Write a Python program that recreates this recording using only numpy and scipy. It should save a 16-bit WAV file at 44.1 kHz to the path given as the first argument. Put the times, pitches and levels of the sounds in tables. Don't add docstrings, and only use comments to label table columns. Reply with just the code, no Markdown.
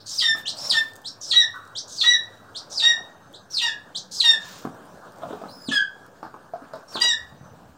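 import sys
import numpy as np
from scipy import signal
from scipy.fft import rfft, irfft
from scipy.io import wavfile
from scipy.ndimage import uniform_filter1d, map_coordinates

SR = 44100
rng = np.random.default_rng(int(sys.argv[2]) if len(sys.argv) > 2 else 0)


def gain_from_db(level_db):
    decades = np.asarray(level_db, float) / 20
    return 10 ** decades


def transcribe(u):
    v = np.clip(np.atleast_2d(u).T, -1, 1)
    q = np.round(v * 32767).astype(np.int16)
    wavfile.write(sys.argv[1], SR, q)


N = 342657
TIME = np.arange(N) / SR
STEPS = np.linspace(0, 1, 17)

# start t/s, length t/s, pitch f/Hz, fundamental level/dB, entry above the pitch [share]
CRIES = [(0.217, 0.12779, 1789, -24, 0.13), (0.727, 0.087247, 1770, -20.5, 0.092),
         (1.329, 0.12099, 1945, -21, -0.043), (2.03, 0.14383, 1947, -20.5, -.045),
         (2.818, 0.1226, 1895, -22, -0.066), (3.609, 0.11407, 1863, -27, 0.05),
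         (4.232, .142, 1829, -25, 0.056), (5.712, 0.09767, 1659, -18.5, 0.067),
         (7.002, 0.15479, 1928, -23, -0.015)]


def unit(x):
    return x / np.sqrt(np.mean(x ** 2) + 1e-20)


def along(points, hz):
    f, v = np.transpose(points)
    return np.interp(np.log(hz + 1), np.log(f + 1), v)


def over_time(points):
    return np.interp(TIME, *np.transpose(points))


def coloured(x, points):
    return irfft(rfft(x) * gain_from_db(along(points, np.fft.rfftfreq(N, 1 / SR))), N)


def wobble(rate):
    return map_coordinates(rng.standard_normal(int(N * rate / SR) + 4), [TIME * rate])


def noise(spectrum, patchy_db=0):
    z = signal.stft(rng.standard_normal(N), SR, nperseg=512)[2]
    field = uniform_filter1d(rng.standard_normal(z.shape), size=9, axis=0)
    field = uniform_filter1d(field, size=8, axis=1)
    white = signal.istft(z * gain_from_db(patchy_db * unit(field)), SR, nperseg=512)[1][:N]
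    return unit(coloured(white, spectrum))


def played(rows, fade=0.0062):
    s, *cols = np.transpose(rows)
    span = slice(round(s[0] * SR), round(s[-1] * SR))
    t = TIME[span]
    gate = np.clip(np.minimum(t - s[0], s[-1] - t) / fade, 0, 1)
    return span, gate, [np.interp(t, s, c) for c in cols]


def burst(start, length, crest, fade_db, *levels_db):
    away = np.where(STEPS < crest, 1 - STEPS / crest, (STEPS - crest) / (1 - crest))
    return np.transpose([start + length * STEPS] + [db + fade_db * away ** 1.3 for db in levels_db])


def narrow(rows, hz, width):
    out = np.zeros(N)
    span, gate, (db,) = played(rows)
    band = [(hz * (1 - 3 * width), -36), (hz * (1 - width), 0),
            (hz * (1 + width), 0), (hz * (1 + 3 * width), -36)]
    out[span] = gate * gain_from_db(db) * noise(band)[span]
    return out


def whistle():
    # f/Hz, level/dB per Hz
    breath = [(1800, -53.5), (2900, -18), (3800, 1), (5500, 4.5), (7000, 2.5), (9300, -8), (10500, -8.5),
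              (15500, -21)]
    out = np.zeros(N)
    hiss = unit(noise(breath, patchy_db=2.5) * gain_from_db(2.5 * wobble(220)))
    flutter, smear = wobble(300), wobble(900)
    stray, patches_db = .014 * wobble(70), 3.3 * wobble(110)
    drift = .016 * wobble(22)
    for rows, (octave_db, third_db, rough, veil_db, fuzz) in squeaks() + held_whistles() + strands():
        span, gate, (hz, tone_db, breath_db) = played(rows, fade=.011)
        swell_db = tone_db - tone_db[0]
        weak = np.clip(1 - swell_db / 16, .06, 1)
        shake = fuzz * weak * smear[::-1][span] + rough * (.013 * flutter[span] + stray[span])
        turn = 2 * np.pi * np.cumsum(hz * (1 + drift[span] + shake)) / SR
        veiled_db = octave_db + np.interp(2 * hz, (8800, 10000), [0, veil_db])
        tone = np.sin(turn) + gain_from_db(veiled_db) * np.sin(2 * turn)
        tone = tone + gain_from_db(third_db - .8 * swell_db) * np.sin(3 * turn)
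        tone = (1 + .5 * rough * smear[span]) * tone
        tone = gain_from_db(tone_db - 1.5 + rough * patches_db[span]) * tone
        out[span] += gate * (tone + gain_from_db(breath_db) * hiss[span])
    return out + voice_breaks()


def held_whistles():
    holds = [
        (.055, 4200, 5325, -35.5, -36),
        (.56, 4030, 5354, -32.5, -39),
        (1.205, 6556, 5500, -34, -40),
        (1.873, 6900, 5831, -43.5, -39.5),
        (2.695, 6220, 5500, -36.5, -40),
        (3.498, 5520, 5850, -35.5, -43.5),
        (4.108, 5270, 5500, -37.5, -36),
        (5.478, 3850, 5359, -45, -63),
        (6.874, 5850, 5548, -48.5, -54),
    ]
    falls = [(0.167, 0.198, 4224, -8.5, 1.5), (0.686, 0.711, 4103, -9.5, 1.6),
             (1.278, 1.316, 3792, -10.5, 1.8), (1.943, 2.021, 3490, -14.5, 1.3),
             (2.754, 2.807, 3520, -15, 1), (3.528, 3.592, 3507, -16.5, .8), (4.171, 4.208, 3994, -11, 1.7),
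             (5.655, 5.691, 3445, -23.5, 1.2), (6.929, 6.969, 3570, -24, .95)]
    settles = [.34, .45, 1, 1, .9, .34, .34, .36, .3]
    meets = [2.0, 1.8, 1.6, 1.8, 1.95, 1.3, 1.7, 1.5, 1.6]
    sags = [-250, 53, 10, 10, 8, 10, 10, 480, 150]
    # octave level/dB, third level/dB
    octaves = [(-21.5, -40.5), (-17, -30), (-19, -34), (-28.5, -37.5), (-23, -39), (-19, -30), (-21.5, -35),
               (-10, -10), (-19, -30.5)]
    roughness = [1.2, 1.1, 1, 1, 1, .9, .8, .6, .75]
    veils = [-3.5, 3, -8.5, -12.5, -17, -4, -14, 5, 10.5]
    fuzzes = [.09, .03, .07, .1, .1, .03, .11, .01, .02]
    curves = [whistle_path(held, fall, settle, meet * call[2], sag_hz)
              for held, fall, settle, meet, call, sag_hz in zip(holds, falls, settles, meets, CRIES, sags)]
    voices = [(*pair, rough, veil_db, fuzz)
              for pair, rough, veil_db, fuzz in zip(octaves, roughness, veils, fuzzes)]
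    return list(zip(curves, voices))


def whistle_path(held, fall, settle, aim_hz, sag_hz):
    start, entry_hz, hold_hz, hold_db, air_db = held
    knee, crest, crest_hz, crest_db, late = fall
    clear_db = -0.5
    found = np.sin(np.pi / 2 * np.minimum(STEPS / settle, 1))
    hold = [start + (knee - start) * STEPS, entry_hz + (hold_hz - entry_hz) * found - sag_hz * STEPS,
            hold_db - 5 * (1 - found), air_db - 3 * (1 - found)]
    u = STEPS[1:]
    knee_hz = hold_hz - sag_hz
    plunge = [knee + (crest - knee) * u, knee_hz + (crest_hz - knee_hz) * u ** late,
              hold_db + (crest_db - hold_db) * u ** (.55 * late ** 2),
              air_db + clear_db * np.sin(np.pi * u / 1.5)]
    t = u * .036
    slide = [crest + t, aim_hz + (crest_hz - aim_hz) * np.exp(-t / .01),
             crest_db - 13 * (1 - np.exp(-t / 0.011)) - 150 * t, air_db + clear_db - 4 * u]
    return np.hstack([hold, plunge, slide]).T


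def voice_breaks():
    # t/s, level/dB
    breaks = [(.201, -31), (.727, -31), (1.321, -26.5), (2.015, -27), (2.803, -27), (3.585, -29.5),
              (4.217, -28), (5.691, -36), (6.973, -30.5)]
    out, t = np.zeros(N), np.arange(round(.005 * SR)) / SR
    drop = np.hanning(len(t)) * np.sin(2 * np.pi * np.cumsum(3700 - 1700 * t / t[-1]) / SR)
    for s, db in breaks:
        out[round(s * SR) - len(t) // 2:][:len(t)] += gain_from_db(db) * drop
    return out


def strands():
    glides = [(0.201, 0.03182, 3290, 3030, -21), (0.48, 0.0272, 4100, 3573, -36.5),
              (0.582, 0.013, 5900, 5804, -33), (1.238, .022, 5700, 5233, -30.5),
              (1.316, 0.03139, 4490, 4139, -20.5), (2.005, 0.02648, 4460, 4233, -18.5),
              (3.51, 0.029, 5900, 4974, -36.5), (5.606, .04, 7340, 6870, -55),
              (5.478, 0.02605, 3886, 4144, -43), (6.975, 0.04123, 3400, 3065, -35.5)]
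    return [([(s, hz, db, -90), (s + length, last_hz, db, -90)], (-40, -60, .6, 0, .02))
            for s, length, hz, last_hz, db in glides]


def squeaks():
    intakes = [
        (0.449, 0.06489, 2570, -20.5, -38),
        (1.038, 0.061, 2825, -23.5, -44),
        (1.747, 0.058, 2846, -22, -45.5),
        (2.542, 0.05314, 2799, -24, -46),
        (3.33, 0.04, 2896, -35, -60),
        (3.943, 0.05017, 2835, -21, -45.5),
    ]
    climbs = [2.7, 2.6, 2.8, 2.5, 2, 2.7]
    voice = (-13, -30, .7, -20, .015)
    return [(squeak_path(*row, climb), voice) for row, climb in zip(intakes, climbs)]


def squeak_path(start, length, hz, db, breath_db, climb):
    shape = [(0, -18.5, -18), (.2, -7, -9), (.42, -1, -3), (.75, -9, 1), (1, -20, 0.5)]
    share, tone, air = np.transpose(shape)
    return np.transpose([start + length * STEPS, hz * climb ** STEPS ** 1.05,
                         db + np.interp(STEPS, share, tone), breath_db + np.interp(STEPS, share, air)])


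def cry():
    # second level/dB, third level/dB; beak starts closing [share], half-way lines level/dB,
    # their loss [dB/s]
    beaks = [(6.5, -2, 0.6248, 2.5, 596), (6, -4, 0.34, -3.5, 334.5), (4.5, -4, 0.76, -6.5, 251.5),
             (4, -4.5, 0.7667, 1, 302.5), (8.5, -4, 0.69, 7.5, 386.5), (8, -2.5, 0.31, 11, 254),
             (9.5, -3, 0.455, 6.5, 184.5), (-2.5, -12, 0.6449, -8.5, 351.5), (1.5, -6, 0.72, 14.5, 331.5)]
    efforts = [(0.54, 1, .7, 0.056, 0), (0.37, -4, 0.99, 0.014, -16), (0.34, 16, .5, 0.1, -4.5),
               (0.44714, 14.5, .62, .1, -8), (0.25, 3, .6, 0.062, -7), (.3, -3.5, .3, 0.1033, -4),
               (.4, 4.5, 0.55, 0.0805, -10), (0.36, 1.5, 0.45637, 0.07569, -6),
               (0.6536, 7, 0.53, 0.10254, -14.5)]
    locks = [(0.016, .2), (0.026, .16), (0.031, 0.15), (0.025, 0.1521), (0.013, 0.14), (.01, .16),
             (.012, 0.32), (0.01699, .16), (0.0065, 0.1822)]
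    # fourth level/dB, those above level/dB
    beams = [(-2, 4.5), (0, 7), (-7, -4), (-10, -9), (1, -2), (3, -1), (2, 4), (0.5, 6), (6, -0.5)]
    upper = [-11.5, -23, -35, -37, -35]
    halves = [-19, -7, -8, -19, -19, -28, -30, -34.5]
    # f/Hz, level/dB per Hz
    rasp_colour = [(600, -29), (1200, -1.5), (2200, -7), (3500, 3.5), (6000, -11), (9300, -12.5),
                   (10500, -26.5), (15500, -35.5)]
    out, rasp, jitter = np.zeros(N), noise(rasp_colour, patchy_db=2), wobble(250)
    flicker_db = 4 * wobble(120)
    for rows, (fourth_db, above_db) in zip(map(cry_path, CRIES, beaks, efforts, locks), beams):
        span, gate, (hz, first_db, second_db, third_db, half_db) = played(rows, fade=.011)
        hoarse = np.exp(-np.arange(len(hz)) / (0.013277 * SR))
        turn = 2 * np.pi * np.cumsum(hz * (1 + (.001 + .014 * hoarse) * jitter[span])) / SR

        def partial(k, db):
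            return gain_from_db(db) * np.sin(k * turn + k * k) * (k * hz < 15700)

        def own(k):
            return flicker_db[(np.arange(span.start, span.stop) + 3001 * k) % N]

        stack = partial(1, (.3 + hoarse) * own(25) - 6 * hoarse)
        stack += partial(2, second_db) + partial(3, third_db + .3 * own(20))
        for k, db in enumerate(upper):
            beam_db = above_db if k else fourth_db
            stack += partial(k + 4, third_db + db + beam_db + .7 * own(k + 10))
        for k, db in enumerate(halves):
            stack += partial(k + .5, half_db + db + 1.4 * own(k) + above_db * (k > 3))
        rasp_gain = gain_from_db(half_db - 21.0) + gain_from_db(-41.0) + gain_from_db(-2.0) * hoarse
        out[span] += gate * gain_from_db(first_db + 1.5) * (stack + rasp_gain * rasp[span])
    return out


def cry_path(call, beak, effort, lock):
    start, length, hz, db, entry = call
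    second_db, third_db, closes, half_db, loss = beak
    widest, lift_db, droops, droop, attack_db = effort
    joins, lasts = lock

    def after(share):
        return np.clip((STEPS - share) / (1 - share), 0, 1)

    t = length * STEPS
    loose_db = -13 / (1 + np.exp((t - joins) / 0.0043))
    shut, fresh = after(closes), np.exp(-t / 0.009667)
    gape_db = lift_db * np.exp(-((STEPS - widest) / lasts) ** 2)
    sink = droop * np.minimum(1.35 * after(droops), 1) ** 1.5
    out_of_breath_db = -14 * after(0.5827) ** 2.0735
    return np.transpose([start + t, hz * (1 + entry * np.exp(-t / .022) - sink),
                         db + attack_db * fresh + out_of_breath_db - 0.31 * gape_db,
                         second_db + loose_db + gape_db - 20.5 * shut,
                         third_db + loose_db + 0.55 * gape_db - 7 * fresh - 16 * shut,
                         half_db - 13 * fresh - loss * t])


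def rustle():
    sweeps = [(0.06, 0.25, 0.39, -63, 7.5), (0.338, 0.11, 0.39, -52, -4), (0.547, 0.3833, 0.4, -52.5, -6),
              (1.997, 0.1, 0.48, -62.5, 2.5), (2.3, 0.17, 0.31, -72.5, -6.5), (3.003, .12, .2, -78.5, 0),
              (4.206, 0.15, .3, -59.5, 2), (3.955, 0.046, .3, -74, 4), (4.106, .13, .5, -67.5, 1.5),
              (4.399, 0.31, 0.24, -55.5, -6), (5.718, 0.091, .25, -68, 5.5), (3.492, 0.22, 0.3, -66, 4),
              (6.892, 0.11, .4, -60, -2)]
    # f/Hz, level/dB per Hz
    feather_colour = [(300, -27), (1000, 8), (2000, -3.5), (4500, -1.5), (7500, -8.5), (9500, -6),
                      (12000, -15), (15700, -13.5)]
    # f/Hz, level/dB per Hz
    barb_colour = [(8500, -29.5), (11000, -1), (14500, 0), (15800, -4.5)]
    out = np.zeros(N)
    feathers = unit(noise(feather_colour, patchy_db=-2.0) * gain_from_db(1.6 * wobble(140)))
    barbs = unit(noise(barb_colour, patchy_db=4.5) * gain_from_db(2.5 * wobble(90)))
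    for start, length, crest, top_db, barbs_db in sweeps:
        span, gate, (db,) = played(burst(start, length, crest, -15.5, top_db), fade=0.0078)
        out[span] += gate * gain_from_db(db + 9.0) * (feathers[span] + gain_from_db(barbs_db) * barbs[span])
    return out


def scuffs():
    drags = [
        (.0, 0.6172, 0.997, -52.5, -58),
        (0.471, 0.3838, 0.7054, -44.5, -43.5),
        (2.545, .6, 0.68, -61, -46.5),
        (5.155, 0.38518, 0.4322, -39, -37.5),
        (7.31, 0.6672, 0.4417, -49, -54),
    ]
    out = np.zeros(N)
    low = noise([(30, -24), (130, 0), (300, 0), (500, -30)], patchy_db=3)
    low = unit(low * gain_from_db(2.2 * wobble(40)))
    high = noise([(250, -40), (550, 0), (800, -2), (1500, -12), (1900, -26), (4000, -26),
                  (9000, -36), (11000, -50)], patchy_db=1.5)
    high = unit(high * gain_from_db(2.2 * wobble(50)))
    for start, length, crest, *tops_db in drags:
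        span, gate, (low_db, high_db) = played(burst(start, length, crest, -8.5, *tops_db), fade=0.021)
        out[span] += gate * (gain_from_db(low_db - 8.5) * low[span] + gain_from_db(high_db - 3.5) * high[span])
    return out


def knocks():
    # t/s, level/dB, pitch f/Hz, grit re it level/dB, thud re ring level/dB
    blows = [(.346, -32.5, 686.8, -12.5, 1.5), (2.975, -31, 731.9, -30, -10.5),
             (4.649, -19, 244.6, -44, -1.5), (4.663, -24, 151, -34.5, -12), (5.218, -26, 600, -20, -4),
             (5.231, -16, 654.7, -30, -13), (5.263, -24, 597.1, -26.5, -14.5), (5.305, -25, 300, -20, -4),
             (5.328, -21, 420.1, -12.5, -7.5), (5.412, -27, 700, -20, -4), (5.435, -27, 750, -20, -4),
             (5.565, -32.5, 257.2, -21.5, -9), (5.684, -13.5, 253.4, -27, -16.5),
             (6.227, -28, 310.8, 3, 0.5), (6.339, -33, 1010, -15, 2), (6.534, -15.5, 681.9, -15, -24.5),
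             (6.618, -32.5, 289, -4, -7), (6.733, -21.5, 614, -3, -14), (6.952, -25.5, 1116, 6, -2.5),
             (6.968, -36.5, 119.3, -27.5, -10.5), (7.031, -35.5, 282, -29, -8.5),
             (7.045, -27, 636.5, -27, -4.5), (7.321, -33, 150, -30.5, -9.5),
             (7.41, -27, 124.7, -30.5, -24.5), (7.455, -30.5, 134.9, -40, -27),
             (7.514, -29, 114.9, -31.5, -20.5)]
    out, t = np.zeros(N + SR), np.arange(SR // 4) / SR
    thud = noise([(80, -12), (200, 0.5), (1300, 1.5), (2000, -21.5), (5000, -34.5)])
    grit = noise([(1500, 18.5), (2500, -13.0), (5000, 3.5), (9000, -28), (11000, -7.5), (15700, -18.5)])
    waver = wobble(160)
    for s, db, hz, grit_db, thud_db in blows:
        t60 = max(.065 + .0007 * grit_db, .01)
        i = round((s + .002) * SR)
        ring = np.sin(2 * np.pi * hz * np.cumsum(1 + .05 * waver[i:][:len(t)]) / SR)
        body = ring + gain_from_db(thud_db) * thud[i:][:len(t)] + gain_from_db(grit_db - 11.0) * grit[i:][:len(t)]
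        out[i:][:len(t)] += gain_from_db(db - 6.0 - 60 * t / t60) * (1 - np.exp(-t / 0.00053)) * body
        out[i:][:len(t)] += gain_from_db(db + grit_db - 18.5 - 60 * t / 0.31) * grit[i - 999:][:len(t)]
    return coloured(out[:N], [(50, -25), (130, 0.5)])


def ticks():
    # t/s, level/dB, lower ring re it level/dB
    clicks = [(.3626, -36, -4.5), (.386, -40, -9), (.397, -42, -9.5), (.835, -46, -20), (0.8564, -46, -23),
              (.88, -49.5, -19.5), (0.9348, -39, 1), (0.9563, -33, -4), (.963, -35.5, 2), (.99, -49.5, -15),
              (1.0179, -39, -5), (1.052, -44, -16.5), (1.1135, -47.5, -19.5), (1.129, -48.5, -21),
              (1.508, -45.5, -16), (1.6522, -51, 7.5), (1.6758, -52.5, 10.5), (2.186, -37, -8.5),
              (2.237, -66.5, 25.5), (2.532, -62.5, 13), (3.3286, -39.5, -9), (4.6193, -41.5, -18.5),
              (4.7459, -46, -17.5), (4.8559, -41.5, -8), (4.8898, -52, -13.5), (5.0392, -55, -12.5),
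              (5.1215, -46, 1), (5.162, -48.5, 1.5), (5.1848, -48.5, 3), (6.0639, -42.5, -4),
              (6.735, -51.5, 8), (6.757, -51, 8.5), (7.002, -41, 13.5), (7.182, -45.5, -21)]
    out, t = np.zeros(N + SR), np.arange(SR // 40) / SR
    bright = noise([(8000, -25.5), (10000, 5.5), (15700, -2.5)])
    lower = noise([(2000, -37.5), (3200, 0.0), (8500, 4.5), (10000, -10.0)])
    for s, db, lower_db in clicks:
        i = round(s * SR)
        ring = bright[i:][:len(t)] + gain_from_db(lower_db) * lower[i:][:len(t)]
        out[i:][:len(t)] += gain_from_db(db - 7.0 - 60 * t / 0.014) * ring
    return out[:N]


def small_noises():
    # t/s, level/dB
    linger = [(0, -48), (.06, -64)]
    # t/s, level/dB
    puff = [(1.535, -46), (1.56, -36.5), (1.62, -47), (1.75, -52)]
    # t/s, level/dB
    ruffle = [(4.4, -55), (4.45, -47.5), (4.5, -50), (4.55, -49), (4.61, -51.5), (4.67, -61.5)]
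    # t/s, level/dB
    singing = [(4.55, -60.5), (4.6, -73)]
    # t/s, level/dB
    sole_grit = [(5.215, -64), (5.235, -53), (5.27, -72.5), (5.3, -67.5), (5.33, -51), (5.37, -68),
                 (5.43, -71)]
    # t/s, level/dB
    skid = [(6.728, -59), (6.75, -54), (6.79, -68)]
    out = narrow(linger, hz=4627, width=0.1534) + narrow(puff, hz=1316.1, width=0.15)
    out += narrow(ruffle, hz=5500, width=0.3054) + narrow(singing, hz=8650, width=0.0066)
    return out + narrow(sole_grit, hz=3505.3, width=0.1081) + narrow(skid, hz=4453, width=0.1364)


def slap(x):
    return gain_from_db(-5.0) * np.roll(x, round(.0215 * SR))


def pen(x):
    # f/Hz, time to fall by 60 dB t/s
    decay = [(200, 0.25), (1800, 0.30541), (4000, 0.20438), (7000, 0.20284), (12000, 0.093)]
    hz, t, z = signal.stft(rng.standard_normal(SR), SR, nperseg=256)
    t60 = along(decay, hz)[:, None]
    fading = gain_from_db(-60 * t / t60) + gain_from_db(-31 - 60 * t / (3.2954 * t60))
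    tail = signal.istft(z * fading, SR, nperseg=256)[1]
    return signal.fftconvolve(np.pad(x, (200, 0)), tail / np.linalg.norm(tail))[:N]


def insects():
    # t/s, level/dB
    early = [(2.9, -79), (3.1, -72), (3.45, -70), (3.55, -79)]
    # t/s, level/dB
    late = [(7.36, -74), (7.45, -65), (7.55, -72)]
    return narrow(early, hz=6279, width=0.017) + narrow(late, hz=6040.4, width=0.032)


def engines():
    # t/s, level/dB
    idling = [(0, -58), (.5, -65.5), (1.5, -63), (2.4, -63), (3.3, -72)]
    # t/s, level/dB
    passing = [(3.3, -72), (3.9, -63), (4.6, -63), (5.8, -66), (6.3, -67.5)]
    return narrow(idling, hz=105.82, width=.07) + narrow(passing, hz=181.36, width=0.097)


def outdoors():
    # t/s, level/dB
    hum = [(0, -55), (.8, -51.5), (1.8, -52), (3, -49.5), (3.4, -53.5), (4.9, -47.5), (5.8, -52),
           (6.8, -50), (7.77, -54.5)]
    # f/Hz, level/dB per Hz
    traffic_colour = [(150, -33), (250, -9.5), (385, -7), (545, -3.5), (771, -5.5), (1130, -7), (1650, -8),
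                      (1930, -25), (4360, -25), (5460, -25.5), (10900, -30), (13900, -31), (15700, -33)]
    # f/Hz, level/dB per Hz
    rumble_colour = [(12, -49), (20, -19.5), (27, -17), (40, -20), (62, -11.5), (107, -4.5), (190, -5.5),
                     (300, -7.5), (390, -40), (660, -120)]
    # t/s, level/dB
    lorry = [(6.8, -77.5), (7.25, -57.5), (7.77, -59)]
    # f/Hz, level/dB per Hz
    drone_colour = [(15, -24), (30, 2.5), (50, 2.5), (130, -3), (220, -37)]
    traffic = gain_from_db(over_time(hum) - 1.5 + 0.85 * wobble(7.1)) * noise(traffic_colour, patchy_db=2.5)
    rumble = gain_from_db(-61 + 1.3 * wobble(2.4)) * noise(rumble_colour, patchy_db=1.5)
    drone = gain_from_db(over_time(lorry) + 2.5 * wobble(5.1)) * noise(drone_colour, patchy_db=2.5)
    return traffic + rumble + drone


def scene():
    # t/s, direct sound level/dB
    facing = [(0, -3.5), (.8, -1.5), (1.4, -4), (2.1, -2), (2.9, -4), (3.6, -3.5), (4.2, 0), (5.6, -3.5),
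              (7, -1.5)]
    bird, blows = whistle() + cry(), knocks()
    near = blows + ticks()
    echo = slap(blows) + pen(gain_from_db(-4) * bird + gain_from_db(-8) * near)
    direct = gain_from_db(over_time(facing)) * bird + near + rustle() + scuffs() + small_noises()
    return (direct + echo + insects() + engines() + outdoors())[None]


def roll_off(x):
    return signal.sosfilt(signal.butter(12, 15880, fs=SR, output="sos"), x)


def record(dry):
    # f/Hz, level/dB
    mic = [(20, -30), (70, 2.5), (130, 3), (9300, 0), (10300, -10.5), (15800, 1)]
    top_hz, ceiling, offset = 15850, .76, -.0006
    x = coloured(dry, mic + [(top_hz, mic[-1][1]), (top_hz + 60, -60)])
    x = x / (1 + (x / ceiling) ** 6) ** (1 / 6)
    return roll_off(x + offset)


dry = scene()
out = record(dry)
transcribe(out)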